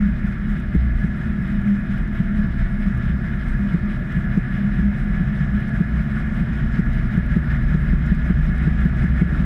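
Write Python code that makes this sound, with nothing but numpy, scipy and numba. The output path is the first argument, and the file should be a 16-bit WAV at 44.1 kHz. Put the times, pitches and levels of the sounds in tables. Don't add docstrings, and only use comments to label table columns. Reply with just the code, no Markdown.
import sys
import numpy as np
from scipy import signal
from scipy.fft import rfft, irfft
from scipy.io import wavfile
from scipy.ndimage import uniform_filter1d
from numba import njit

SR = 44100
rng = np.random.default_rng(int(sys.argv[2]) if len(sys.argv) > 2 else 0)


def ratio(d):
    e = np.asarray(d, float) / 20
    return 10 ** e


def wav_record(signal):
    frames = np.transpose(np.atleast_2d(signal))
    bounded = np.clip(frames, -1, 1)
    quanta = np.round(bounded * 32767).astype(np.int16)
    wavfile.write(sys.argv[1], SR, quanta)


N = 416744
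TIME = np.arange(N) / SR
FREQ = np.fft.rfftfreq(N, 1 / SR) + 1e-3

START_TURNS_S, GAIN_TURNS_S2, EASE_TURNS_S3 = 4.031, .177, .00288
SHAFT_ORDERS = [6.985, 7.745, 11.585, 28.485, 42.075]
SHAFT_DRIVE_DB = [-24, -28.5, -22, -29.5, -29]
# order [cycles per drum turn], level_db [dB re belt tone]
SIDE_TONES = [(25.9, -5), (26.75, -5), (23.17, -11)]
# order [cycles per drum turn], level_db [dB]
GEAR_TONES = [(58.1, -52), (69.9, -53), (74.0, -50), (135.9, -61), (150.7, -58)]
# pitch_hz [Hz], width_hz [Hz], boost_db [dB]
CASE_RESONANCES = [(31.46, 1.8, -3.5), (37.74, 3.2, -2.5), (63.6, 5.7, 1), (133.1, 20, -4), (152.9, 22, -1),
                   (208.3, 29, -0.5), (313, 45, -2.5), (681, 88, 1.5), (744, 25, 3)]
# pitch_hz [Hz], width_hz [Hz]
PANEL_MODES = [
    (36.9, 12),
    (62.8, 8.4),
    (202.1, 11.7),
    (151.4, 45),
]
PANEL_TONES = [(0, 1), (2,), (4,), (3,)]
# start_db [dB], rise_db_per_s [dB/s], wander_db [dB], swell_s [s]
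PANEL_REST = [(-25.5, 0.07, 3, .06), (-31.5, 0.08, 0.5, 0.063), (-25, -0.31, 1.8, 0.044),
              (-38.5, 1.69, 3, 0.046)]
# peak_s [s], level_db [dB]
SIDE_SWELLS = [(.07, -20), (.34, -18.5), (.9, -22), (2.42, -21), (2.64, -14), (2.88, -18), (3.29, -26),
               (3.51, -18.5), (5.03, -29.5), (5.21, -17.5), (6.64, -21), (7.26, -17), (7.95, -14),
               (8.17, -13.5), (8.43, -15.5), (9.41, -17.5)]
# peak_s [s], level_db [dB]
TUB_LURCHES = [(.08, -25.5), (1.16, -28), (2.49, -21), (2.94, -24), (3.13, -20.5), (3.57, -24.5),
               (4.1, -29), (4.84, -22), (5.21, -26), (5.54, -21), (5.96, -19.5), (6.34, -24), (6.93, -17),
               (7.3, -21.5), (7.42, -19.5)]
# peak_s [s], level_db [dB]
BACK_LURCHES = [(.05, -15.5), (.27, -23.5), (.49, -21.5), (1.3, -26), (1.56, -20), (1.71, -16),
                (2.4, -16.5), (2.79, -22.5), (2.88, -22.5), (3.62, -20), (3.88, -19.5), (4.63, -15.5),
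                (4.86, -15), (5.54, -18)]
# peak_s [s], level_db [dB]
FRAME_LURCHES = [(1.16, -32), (2.03, -23.5), (2.42, -25.5), (2.97, -27.5), (4.05, -21.5), (5.12, -21.5),
                 (5.42, -20.5), (8.4, -19.5), (9.3, -18)]
# pitch_hz [Hz], level_db [dB per Hz]
RUMBLE_COLOUR = [(15, -44.5), (24, -7.5), (48, 0.5), (75, -0.5), (92, -10.5), (120, -3), (160, -1.5),
                 (235, -6.5), (270, -20), (330, -20), (400, -29.5), (510, -32.5), (900, -46.5)]
# pitch_hz [Hz], level_db [dB rms]
MAINS_TONES = [(120, -35), (239.99, -38), (359.97, -49.6), (10429.6, -91), (12647.4, -96), (12707.3, -95),
               (13126.9, -92)]
# pitch_hz [Hz], level_db [dB per Hz]
ROAR_COLOUR = [(400, -29.5), (520, -17.5), (780, -23), (1040, -21.5), (1250, -11), (1550, -8), (2160, -9),
               (2660, -23), (3450, -25), (4410, -37.5), (6140, -41.5), (9000, -46.5), (13300, -49),
               (15100, -51)]
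# pitch_hz [Hz], width_hz [Hz], boost_db [dB over the roar]
DRUM_AIR = [(597.6, 29, 11.5), (664, 93, 12), (739, 22, 9), (909, 230, 7), (1148, 100, 4), (1320, 35, -4.5),
            (1350, 74, 5.5), (1437, 51, 5.5), (1695, 118, 10), (1824, 75, 2), (2340, 100, -1.5),
            (2333, 100, -4), (2470, 140, 4), (2940, 130, 3.5), (3870, 330, 3), (5145, 590, 7),
            (7980, 410, 4.5), (10230, 350, 4.5), (11100, 500, 3)]
# place [share of the turn], level_db [dB]
SWEEP = [(.08, 2.1), (.2, 0.6), (.32, 1.5), (.42, -1), (.58, -2.5), (.75, -2.15), (.9, -2.3)]
# pitch_hz [Hz], level_db [dB per Hz]
HISS_COLOUR = [(2500, -18.5), (4000, -3.5), (9000, -8.0), (14000, -6), (15100, -16)]
# crest_s [s], peak_db [dB], sharp_db [dB]
KNOCKS = [(0.077, -19, -46), (0.248, -16, -39), (0.753, -9.5, -20), (1.047, -12, -30), (2.205, -11.5, -37),
          (2.877, -14.5, -38), (3.098, -16, -39), (3.747, -8, -23), (4.172, -10.5, -31),
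          (4.377, -8.5, -21.5), (4.794, -12.5, -29), (5.21, -12.5, -30), (5.413, -16, -40), (5.81, -8, -24),
          (6.009, -16, -40), (6.41, -12.5, -34.5), (6.795, -9, -22), (6.988, -16.5, -36),
          (7.181, -9, -24.5), (7.37, -7, -21), (7.751, -8.5, -25), (7.936, -10.5, -26.5), (8.123, -8, -32),
          (8.307, -8, -22), (8.492, -12.5, -34), (8.677, -9, -20.5), (8.859, -8, -24.5),
          (9.045, -8.5, -28.5), (9.221, -6, -19), (9.401, -12.5, -48)]
# start_s [s], peak_db [dB], bright_db [dB]
TICKS = [(0.6004, -52.5, -59), (0.7522, -50.5, -63), (0.766, -48.5, -65), (0.7754, -61, -68),
         (1.6162, -48, -65.5), (1.9818, -61.5, -59), (2.077, -51.5, -68), (2.7283, -55.5, -70),
         (2.951, -53.5, -61.5), (2.977, -55.5, -56.5), (3.4437, -53.5, -69), (4.376, -47, -76),
         (5.679, -50.5, -66), (5.8122, -50, -66), (6.7955, -46, -64), (6.933, -49.5, -63),
         (7.1753, -48, -60), (7.2634, -58, -57), (7.3703, -46.5, -70), (7.6262, -55.5, -64),
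         (8.058, -49, -67.5), (8.0651, -46, -66.5), (8.1495, -45, -71), (8.552, -50, -63),
         (8.5802, -46, -58), (8.677, -50.5, -68), (8.8083, -52, -62), (8.971, -53.5, -61.5),
         (9.0384, -50.5, -69), (9.2212, -50.5, -59)]
# peak_db [dB], pitch_hz [Hz], t60_s [s]
THUD = (-8, 62, .8)


def unit(x):
    return x / np.sqrt(np.mean(x ** 2))


def walk(rate):
    hold = int(SR / rate)
    levels = np.resize(rng.standard_normal(size=512), N // hold + 1)
    steps = np.repeat(levels, hold)
    smooth = uniform_filter1d(uniform_filter1d(steps, hold), hold)
    return unit(smooth[:N])


def bell(hz, width):
    return 1 / np.sqrt(1 + ((FREQ - hz ** 2 / FREQ) / width) ** 2)


def colour(points):
    hz, db = np.transpose(points)
    return ratio(np.interp(np.log(FREQ), np.log(hz), db, left=-120, right=-120))


def noise(gain):
    return irfft(rfft(rng.standard_normal(N)) * gain, N)


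def tone(db, cycles):
    return np.sqrt(2) * ratio(db) * np.sin(2 * np.pi * cycles)


def add(out, s, sound):
    i = int(s * SR)
    out[i:i + len(sound)] += sound[:N - i]


def treble_only(x):
    return signal.sosfilt(signal.butter(2, 3500, "high", fs=SR, output="sos"), x)


@njit
def follow(x, attack, release):
    e, out = 0., np.empty(len(x))
    for i in range(len(x)):
        e += (abs(x[i]) - e) * (attack if abs(x[i]) > e else release)
        out[i] = e
    return out


def through_case(hz):
    power = sum(ratio(2 * db) / (1 + ((hz - centre) / (width / 2)) ** 2) ** 2
                for centre, width, db in CASE_RESONANCES)
    return 10 * np.log10(power)


def shafts(turns, levels_db):
    tones = list(zip(SHAFT_ORDERS, levels_db))
    tones += [(order, levels_db[3] + db) for order, db in SIDE_TONES]
    return sum(tone(db + 1.2 * walk(6.5), order * turns + .2 * walk(3.1) / (2 * np.pi))
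               for order, db in tones)


def gears(speed, turns):
    out = 0
    for order, db in GEAR_TONES:
        level_db = db + 1 + through_case(order * speed) + 2.5 * walk(3.4)
        out = out + tone(level_db, order * turns + .9 * walk(6) / (2 * np.pi))
    return out


def shake(rest, swells):
    db, db_per_s, wander_db, swell_s = rest
    power = ratio(2 * (db + db_per_s * TIME + wander_db * walk(12)))
    for s, top_db in swells:
        power = power + ratio(2 * top_db) * np.exp(-((TIME - s) / swell_s) ** 2)
    return 10 * np.log10(power)


def ringing(hz, width, steady):
    z = signal.hilbert(noise(bell(hz, width) ** 2))
    return unit(np.real(z / np.abs(z) ** np.clip(steady, 0, 1)))


def cabinet(levels_db):
    out, jolt_power = thud()
    swells = (SIDE_SWELLS, TUB_LURCHES, BACK_LURCHES, FRAME_LURCHES)
    shakes_db = map(shake, PANEL_REST, swells)
    for k, (mode, db, tones) in enumerate(zip(PANEL_MODES, shakes_db, PANEL_TONES)):
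        driven = sum(ratio(2 * levels_db[i]) for i in tones)
        driven = driven + jolt_power * (k == 1)
        shaken = ratio(2 * db) / (1 + 25 * driven / ratio(2 * db))
        out = out + ratio(-1.5) * np.sqrt(shaken) * ringing(*mode, steady=0.65)
    rumble_db = -27 + 0.9 * walk(6.0) + 0.39 * TIME
    return out + ratio(rumble_db) * unit(noise(colour(RUMBLE_COLOUR)))


def mains():
    return sum(tone(db, hz * TIME + rng.random()) for hz, db in MAINS_TONES)


def roar(sweep_db, slow_db):
    boost_db = sum(db * bell(hz, width) ** 2 for hz, width, db in DRUM_AIR)
    whole = rfft(rng.standard_normal(N)) * colour(ROAR_COLOUR) * ratio(boost_db)
    out, octaves = 0, np.log2(FREQ / 400)
    for k in range(12):
        share = np.cos(np.pi / 2 * np.clip(2 * octaves - k, -1, 1)) ** 2
        depth = np.interp(k, [0, 3, 6, 11], [0.72, 0.42, 0.85, 0.81])
        flicker_db = np.interp(k, [0, 6, 11], [.6, 1.2, 2.2]) * walk(38)
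        out = out + ratio(depth * sweep_db + flicker_db) * irfft(whole * share, N)
    return unit(out) * ratio(slow_db + 17.0)


def hiss():
    return ratio(-79.0) * unit(noise(colour(HISS_COLOUR)))


def patter(sweep_db):
    t = TIME[:400]
    chance = rng.random((3, N))
    hits = chance[0] < 200 / SR * ratio(2.5 * sweep_db + 6 * walk(30))
    sizes = ratio(-3.5 * np.log(chance[2] + 1e-9))
    grains = hits * np.sign(chance[1] - .5) * sizes
    grains = np.convolve(grains, rng.standard_normal(len(t)) * np.exp(-t / 0.00087))[:N]
    return treble_only(ratio(-79.5) * unit(irfft(rfft(grains) * bell(6700, 7000) ** 2, N)))


def blow(s, db, hz, rise_s):
    t = np.arange(int(16 * rise_s * SR)) / SR
    swell = (t / (2 * rise_s)) ** 2 * np.exp(2 - t / rise_s)
    return s - 2 * rise_s, ratio(db) * swell * np.cos(2 * np.pi * hz * (t - 2 * rise_s))


def knocks():
    out = np.zeros(N)
    for (s, db, sharp_db), spread in zip(KNOCKS, rng.standard_normal(len(KNOCKS))):
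        add(out, *blow(s, db + 1.5, 175 * (1 + 0.01 * spread), 0.0047))
        add(out, *blow(s, sharp_db - 0.5, 306, 0.0031))
        add(out, *blow(s, sharp_db - 12.5, 436, .0045))
    return out


def ticks():
    out, t = np.zeros(N), TIME[:400]
    for s, db, bright_db in TICKS:
        dull, bright = rng.standard_normal((2, len(t))) * np.exp(-t / 0.0013)
        add(out, s, ratio(db - 0.5) * signal.lfilter(*signal.iirpeak(5600, 2.5, SR), 2 * dull))
        add(out, s, ratio(bright_db + 4.5) * signal.lfilter(*signal.iirpeak(10200, 2.5, SR), 2 * bright))
    return treble_only(out)


def thud():
    db, hz, t60 = THUD
    t = np.maximum(TIME - .761, 0)
    size = ratio(db - 60 * t / t60) * (1 - np.exp(-t / 0.0016))
    return size * np.sin(2 * np.pi * hz * t), size ** 2 / 2


def scene():
    speed = START_TURNS_S + GAIN_TURNS_S2 * TIME - EASE_TURNS_S3 * TIME ** 2 / 2
    turns = np.cumsum(speed) / SR
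    levels_db = [db + through_case(order * speed) for order, db in zip(SHAFT_ORDERS, SHAFT_DRIVE_DB)]
    sweep_db = np.interp(turns, *np.transpose(SWEEP), period=1) + 0.42 * walk(40)
    air_db = -56 + 2.36 * (speed - START_TURNS_S)
    drive = shafts(turns, levels_db) + gears(speed, turns) + mains()
    body = cabinet(levels_db) + knocks()
    drum = roar(sweep_db, air_db) + patter(sweep_db) + ticks()
    return (drive + body + drum + hiss())[None]


def roll_off(x):
    return signal.sosfilt(signal.butter(12, 15190, fs=SR, output="sos"), x)


def record(dry):
    envelope = follow(dry[0], 1 / (0.0036 * SR), 1 / (.09 * SR))
    gain = np.minimum(1, (0.23 / (envelope + 1e-9)) ** .5)
    gain *= np.minimum(1, TIME / .008)
    return roll_off(dry * gain)


dry = scene()
out = record(dry)
wav_record(out)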